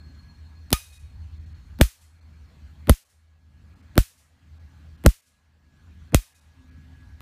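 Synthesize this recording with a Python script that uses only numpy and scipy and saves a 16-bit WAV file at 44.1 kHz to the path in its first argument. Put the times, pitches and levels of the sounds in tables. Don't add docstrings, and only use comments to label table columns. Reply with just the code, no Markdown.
import sys
import numpy as np
from scipy import signal
from scipy.fft import rfft, irfft
from scipy.io import wavfile
from scipy.ndimage import uniform_filter1d

SR = 44100
rng = np.random.default_rng(int(sys.argv[2]) if len(sys.argv) > 2 else 0)


def undo_db(level):
    steps = np.asarray(level, float) / 20
    return 10 ** steps


def to_wav(sig):
    pcm = np.clip(np.atleast_2d(sig), -1, 1) * 32767
    pcm = np.round(pcm).astype(np.int16)
    wavfile.write(sys.argv[1], SR, pcm.T)


N = 317961
SPARK_LENGTH, SWELL_LENGTH = 30000, 1050


def evened(x):
    return x / np.sqrt(np.mean(x ** 2) + 1e-20)


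def read(points, hz, outside=None):
    f, value = np.transpose(points)
    return np.interp(np.log(hz + 1), np.log(f + 1), value, outside, outside)


def add(mix, s, sound):
    part = mix[round(s * SR):][:len(sound)]
    part += sound[:len(part)]


def coloured(points, count):
    hz = np.fft.rfftfreq(count, 1 / SR)
    spectrum = rfft(rng.standard_normal(count)) * undo_db(read(points, hz, -90))
    return evened(irfft(spectrum, count))


def patchy(points, patchy_db, size):
    frames, hz = N // (size // 4) + 5, np.fft.rfftfreq(size, 1 / SR)
    real, imaginary, patches = rng.standard_normal((frames, len(hz), 3)).T
    patches = uniform_filter1d(patches, size=10, axis=0)
    patches = evened(uniform_filter1d(patches, size=10, axis=1))
    level_db = read(points, hz, -90)[:, None] + patchy_db * patches
    z = (real + 1j * imaginary) * undo_db(level_db)
    return evened(signal.istft(z, nperseg=size, noverlap=3 * size // 4)[1][:N])


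def wobble(width_hz, clean, count):
    r = np.exp(-np.pi * width_hz / SR)
    noise = rng.standard_normal((2, count + 8000))
    fuzz = signal.lfilter([1], [1, -2 * r, r * r], noise)[:, 8000:]
    return clean + (1 - clean) * (evened(fuzz[0]) + 1j * evened(fuzz[1]))


def whine(hz, width_hz, clean):
    carrier = np.exp(2j * np.pi * hz * np.arange(N) / SR)
    return evened((wobble(width_hz, clean, count=N) * carrier).real)


def released(hold_s, hold_s_per_db, creep_s):
    s, sink_db = np.array(SPARKS)[:, :1], np.array(JOLTS)[:, -1:]
    since = np.arange(N) / SR - s
    late = np.maximum(since - hold_s - hold_s_per_db * sink_db, 0) / creep_s
    return (since > 0) * (1 + late) * np.exp(-late), sink_db


def ducking():
    since = np.arange(N) / SR - np.array(SPARKS)[:, :1]
    depth_db = 7.5 + 0.45 * np.array(JOLTS)[:, :1]
    held = (since > 0) * np.clip((.21 - since) / 0.062, 0, 1)
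    return undo_db(-np.sum(depth_db * held, axis=0))


# f/Hz, level/dB [dB per Hz]
RUMBLE_SPECTRUM = [(12, -60), (25, -27), (43, -10.5), (63, 0.5), (89, 2), (108, -14), (140, -19),
                   (180, -50)]


def rumble():
    return undo_db(-6.5) * patchy(RUMBLE_SPECTRUM, 2.0, size=4096) + undo_db(-2) * whine(78, 9, .5)


# f/Hz, level/dB [dB per Hz]
GROWL_SPECTRUM = [(76, -30), (130, 3), (227, -5.5), (263, -5.5), (330, -15), (480, -27.5), (620, -50),
                  (800, -85)]


def growl():
    return patchy(GROWL_SPECTRUM, 1.5, size=2048)


# f/Hz, level/dB [dB per Hz]
HISS_SPECTRUM = [(260, -34), (450, -7), (1470, -6.5), (1870, -7), (3670, -13.5), (4100, -13.5),
                 (5330, -43.5), (7000, -85)]


def hiss():
    return patchy(HISS_SPECTRUM, 2.3, size=1024)


# f/Hz, level/dB [dB per Hz]
UPPER_SPECTRUM = [(2650, -33), (4500, -3.5), (4870, -6.5), (6810, -8), (10600, -17.5), (14700, -17),
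                  (15700, -25), (16000, -39.5)]


def upper_hiss():
    return patchy(UPPER_SPECTRUM, 2.2, size=1024)


def chirping():
    pace_hz = 21.0 * (1 + .2 * evened(uniform_filter1d(rng.standard_normal(N), size=6000)))
    return undo_db(3.0 * np.sin(2 * np.pi * np.cumsum(pace_hz) / SR))


def drone_level():
    rise = np.clip((np.arange(N) / SR - 6.4) / 0.21, 0, 1)
    return -82 + (-63.5 + 82) * rise


# t/s, rumble level/dB, low whine level/dB, high whine level/dB
MACHINE_LEVELS = [(0, -45, -72, -63), (.25, -45, -71.5, -69.5), (.6, -46, -76.5, -72),
                  (1.0, -33, -80, -73.5), (1.35, -39, -79, -74.5), (1.75, -41.5, -80, -76),
                  (2.5, -44, -80, -79), (3.3, -45, -75, -85), (3.8, -43.5, -78.5, -86),
                  (4.6, -48.5, -75, -87), (5.3, -48.5, -77, -86.5), (6, -47, -71.5, -89.5),
                  (6.5, -50, -72.5, -88.5), (7.21, -44.5, -66, -94)]


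def workshop():
    held, depth_db = released(0.18, 0.0375, .1)
    sink_db = (held * depth_db).sum(axis=0)
    cut_db = 12 * released(.19, 0.0175, .075)[0].sum(axis=0)
    s, *levels = np.transpose(MACHINE_LEVELS)
    rumble_db, low_db, high_db = [np.interp(np.arange(N) / SR, s, level) for level in levels]
    duck = ducking()

    low = undo_db(rumble_db - 1.15 * sink_db - .75 * cut_db) * rumble()
    low = low + undo_db(-57.5 - 0.79 * sink_db - cut_db) * growl()
    drone = undo_db(drone_level() - sink_db) * whine(259, 17, 0.5)
    air = undo_db(-66.5 - sink_db) * hiss()
    air = air + (undo_db(-76 - 1.3 * sink_db) + undo_db(-89.5)) * upper_hiss()
    whines = undo_db(low_db) * whine(1669, 18, .7)
    whines = whines + undo_db(low_db - 8.5) * whine(1545, 8, 0.5)
    whines = whines + undo_db(high_db) * chirping() * whine(4275, 55, 0.32)
    return duck * low + drone + air + undo_db(-.9 * sink_db) * np.sqrt(duck) * whines


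# f/Hz, level/dB [dB per Hz]
DULL_TICK_SPECTRUM = [(250, -12), (700, 0.5), (2000, -5), (3600, -9), (4300, -35)]
# f/Hz, level/dB [dB per Hz]
FORE_SPECTRUM = [(60, -19.5), (140, 1.5), (270, 2.5), (420, -9.5), (800, -19), (1500, -31), (3500, -38),
                 (4100, -57)]


def fore_swell(db):
    t = np.arange(SWELL_LENGTH) / SR
    opening = undo_db(db - 17 - 60 * t / .012) * np.clip(t / 0.0011, 0, 1)
    opening = opening * coloured(DULL_TICK_SPECTRUM, count=4096)[:len(t)]
    swell = undo_db(db + 4 - 1200 * t[::-1]) * np.clip(t / 0.0062, 0, 1)
    return opening + swell * coloured(FORE_SPECTRUM, count=4096)[:len(t)]


# f/Hz, level/dB
CRACK_SPECTRUM = [(300, -22), (1000, -1.5), (4000, 3.5), (7000, -6.5), (10000, 1), (14500, -1),
                  (15800, -15), (16600, -41)]


def tick(db):
    t = np.arange(500) / SR
    decay = undo_db(-60 * t / .005) + undo_db(-20 - 60 * t / 0.046)
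    return undo_db(db) * decay * coloured(CRACK_SPECTRUM, count=1024)[:len(t)]


def crack(t, db, t60):
    return undo_db(db - 60 * t / t60) * coloured(CRACK_SPECTRUM, count=len(t))


def jolt(t, db, scale_s):
    phase = 2 * np.pi * 0.6 * np.log(t / scale_s)
    return undo_db(db) * np.exp(-t / .009) * np.sin(phase) * np.clip(t / 0.00055, 0, 1) ** 2


def bench_sway(t, delay_s, db, hz, swell_s):
    late = np.maximum(t - delay_s, 0)
    swell = late / swell_s * np.exp(1 - late / swell_s)
    return undo_db(db) * swell * np.sin(2 * np.pi * hz * late) * np.exp(-(t / 0.12) ** 4)


# f/Hz, level/dB, t60/s
VISE_MODES = [(1235, -8, .17), (2475, -7, .16), (2500, -27, .65), (3750, -1, .08), (3790, -24, .6),
              (5070, -19, .3), (6170, -21, .38), (9170, -22, .25), (9850, -16, .36), (11200, -22, .25)]


def steel(t):
    ring = np.zeros(len(t))
    for hz, db, t60 in VISE_MODES:
        tone = wobble(0.025 * hz, .5, count=len(t)) * np.exp(2j * np.pi * hz * t)
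        ring += undo_db(db - 60 * t / t60) * tone.real
    return ring


# f/Hz, level/dB [dB per Hz]
TAIL_SPECTRUM = [(290, -46), (500, -14), (1300, -6.5), (2700, -4.5), (4000, -7), (15000, -8), (15500, -20),
                 (16000, -35)]
# f/Hz, t60/s
ROOM_T60 = [(500, 0.19), (1500, 0.31), (3000, 0.38), (6000, 0.47), (10000, 0.46), (13000, .37),
            (15000, .32)]


def room_tail():
    noise = coloured(TAIL_SPECTRUM, count=SPARK_LENGTH)
    hz, t, z = signal.stft(noise, SR, nperseg=256)
    decay = undo_db(-60 * t / read(ROOM_T60, hz)[:, None])
    return signal.istft(z * decay, SR, nperseg=256)[1][:SPARK_LENGTH]


def spark(crack_db, crack_t60, jolt_db, scale_s, tail_db, sway, steel_db):
    t = np.arange(SPARK_LENGTH) / SR + 1e-5
    early = 1 + undo_db(11.0) * np.exp(-t / 0.014)
    lift = undo_db(9.5 * np.clip((t - .19) / .02, 0, 1))
    lift = lift * undo_db(-2.5 * (jolt_db + 8) * np.minimum(t, .19))
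    direct = crack(t, crack_db, crack_t60) + jolt(t, jolt_db, scale_s) + bench_sway(t, *sway)
    return direct + lift * (undo_db(steel_db) * steel(t) + undo_db(tail_db) * early * room_tail())


# t/s, crack level/dB, crack t60/s, steel ring level/dB, fore-tick level/dB
SPARKS = [
    (0.7283, -3, 0.015, -23, -32),
    (1.8118, 1.5, 0.013, -37.5, -42),
    (2.8953, -2, 0.017, -45, -43),
    (3.9787, 0.5, 0.0057, -49, -41.5),
    (5.0620, 3.5, 0.0068, -49.5, -38.5),
    (6.1455, 0, 0.012, -31, -50.5),
]
# level/dB, time scale/s, room tail level/dB, gain sink level/dB
JOLTS = [
    (-7.5, .0016, -37, 0.85),
    (7, .0043, -34.5, 4),
    (11.5, .0046, -37.5, 9),
    (4, .0042, -37, 5),
    (12.5, .0045, -37, 8.5),
    (3, .0044, -38.5, 3),
]
# delay t/s, level/dB, f/Hz, swell time t/s
SWAYS = [
    (.0067, -26.5, 52, .01),
    (.0158, -12, 51, .009),
    (.0149, 0, 44, .0048),
    (.022, -12.5, 52, .0049),
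    (.0163, -.5, 44, 0.00504),
    (.013, -11, 43, 0.0086),
]


def scene():
    mix = workshop()
    tick_lead_s = .0116
    for (s, crack_db, crack_t60, steel_db, tick_db), (*jolts, _), sway in zip(SPARKS, JOLTS, SWAYS):
        add(mix, s - SWELL_LENGTH / SR, fore_swell(-15.5 + .48 * sway[1]))
        add(mix, s - 2 * tick_lead_s, tick(tick_db))
        add(mix, s - tick_lead_s, tick(tick_db - 4))
        add(mix, s, spark(crack_db, crack_t60, *jolts, sway, steel_db))
    next_s = 7.2056
    add(mix, next_s, fore_swell(-21.0))
    add(mix, next_s, tick(-43))
    return mix[None]


TREBLE_DIPS = [.988, 1.39, 1.455, 1.54, 2.205, 3.045, 3.75, 3.82, 4.59, 4.97, 5.215, 6.11, 6.341, 6.405,
               6.705]


def treble_dips(x):
    high_pass = signal.firwin(255, 3000, pass_zero=False, fs=SR)
    treble = signal.oaconvolve(x, high_pass[None], "same")
    since = np.arange(N) / SR - np.array(TREBLE_DIPS)[:, None]
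    dip = np.exp(-(since / 0.0056) ** 4).max(axis=0)
    return x - .72 * dip * treble


def low_pass(x):
    return signal.sosfilt(signal.butter(12, 16490, fs=SR, output="sos"), x)


def record(dry):
    ceiling = 0.46
    knee = np.tanh(np.abs(dry / ceiling) ** 3) ** (1 / 3)
    clipped = ceiling * np.sign(dry) * knee + 0.0087 * dry
    limited = signal.oaconvolve(clipped, signal.firwin(255, 15400, fs=SR)[None], "same")
    mix = treble_dips(limited + undo_db(-24) * clipped)
    return low_pass(mix)


dry = scene()
out = record(dry)
to_wav(out)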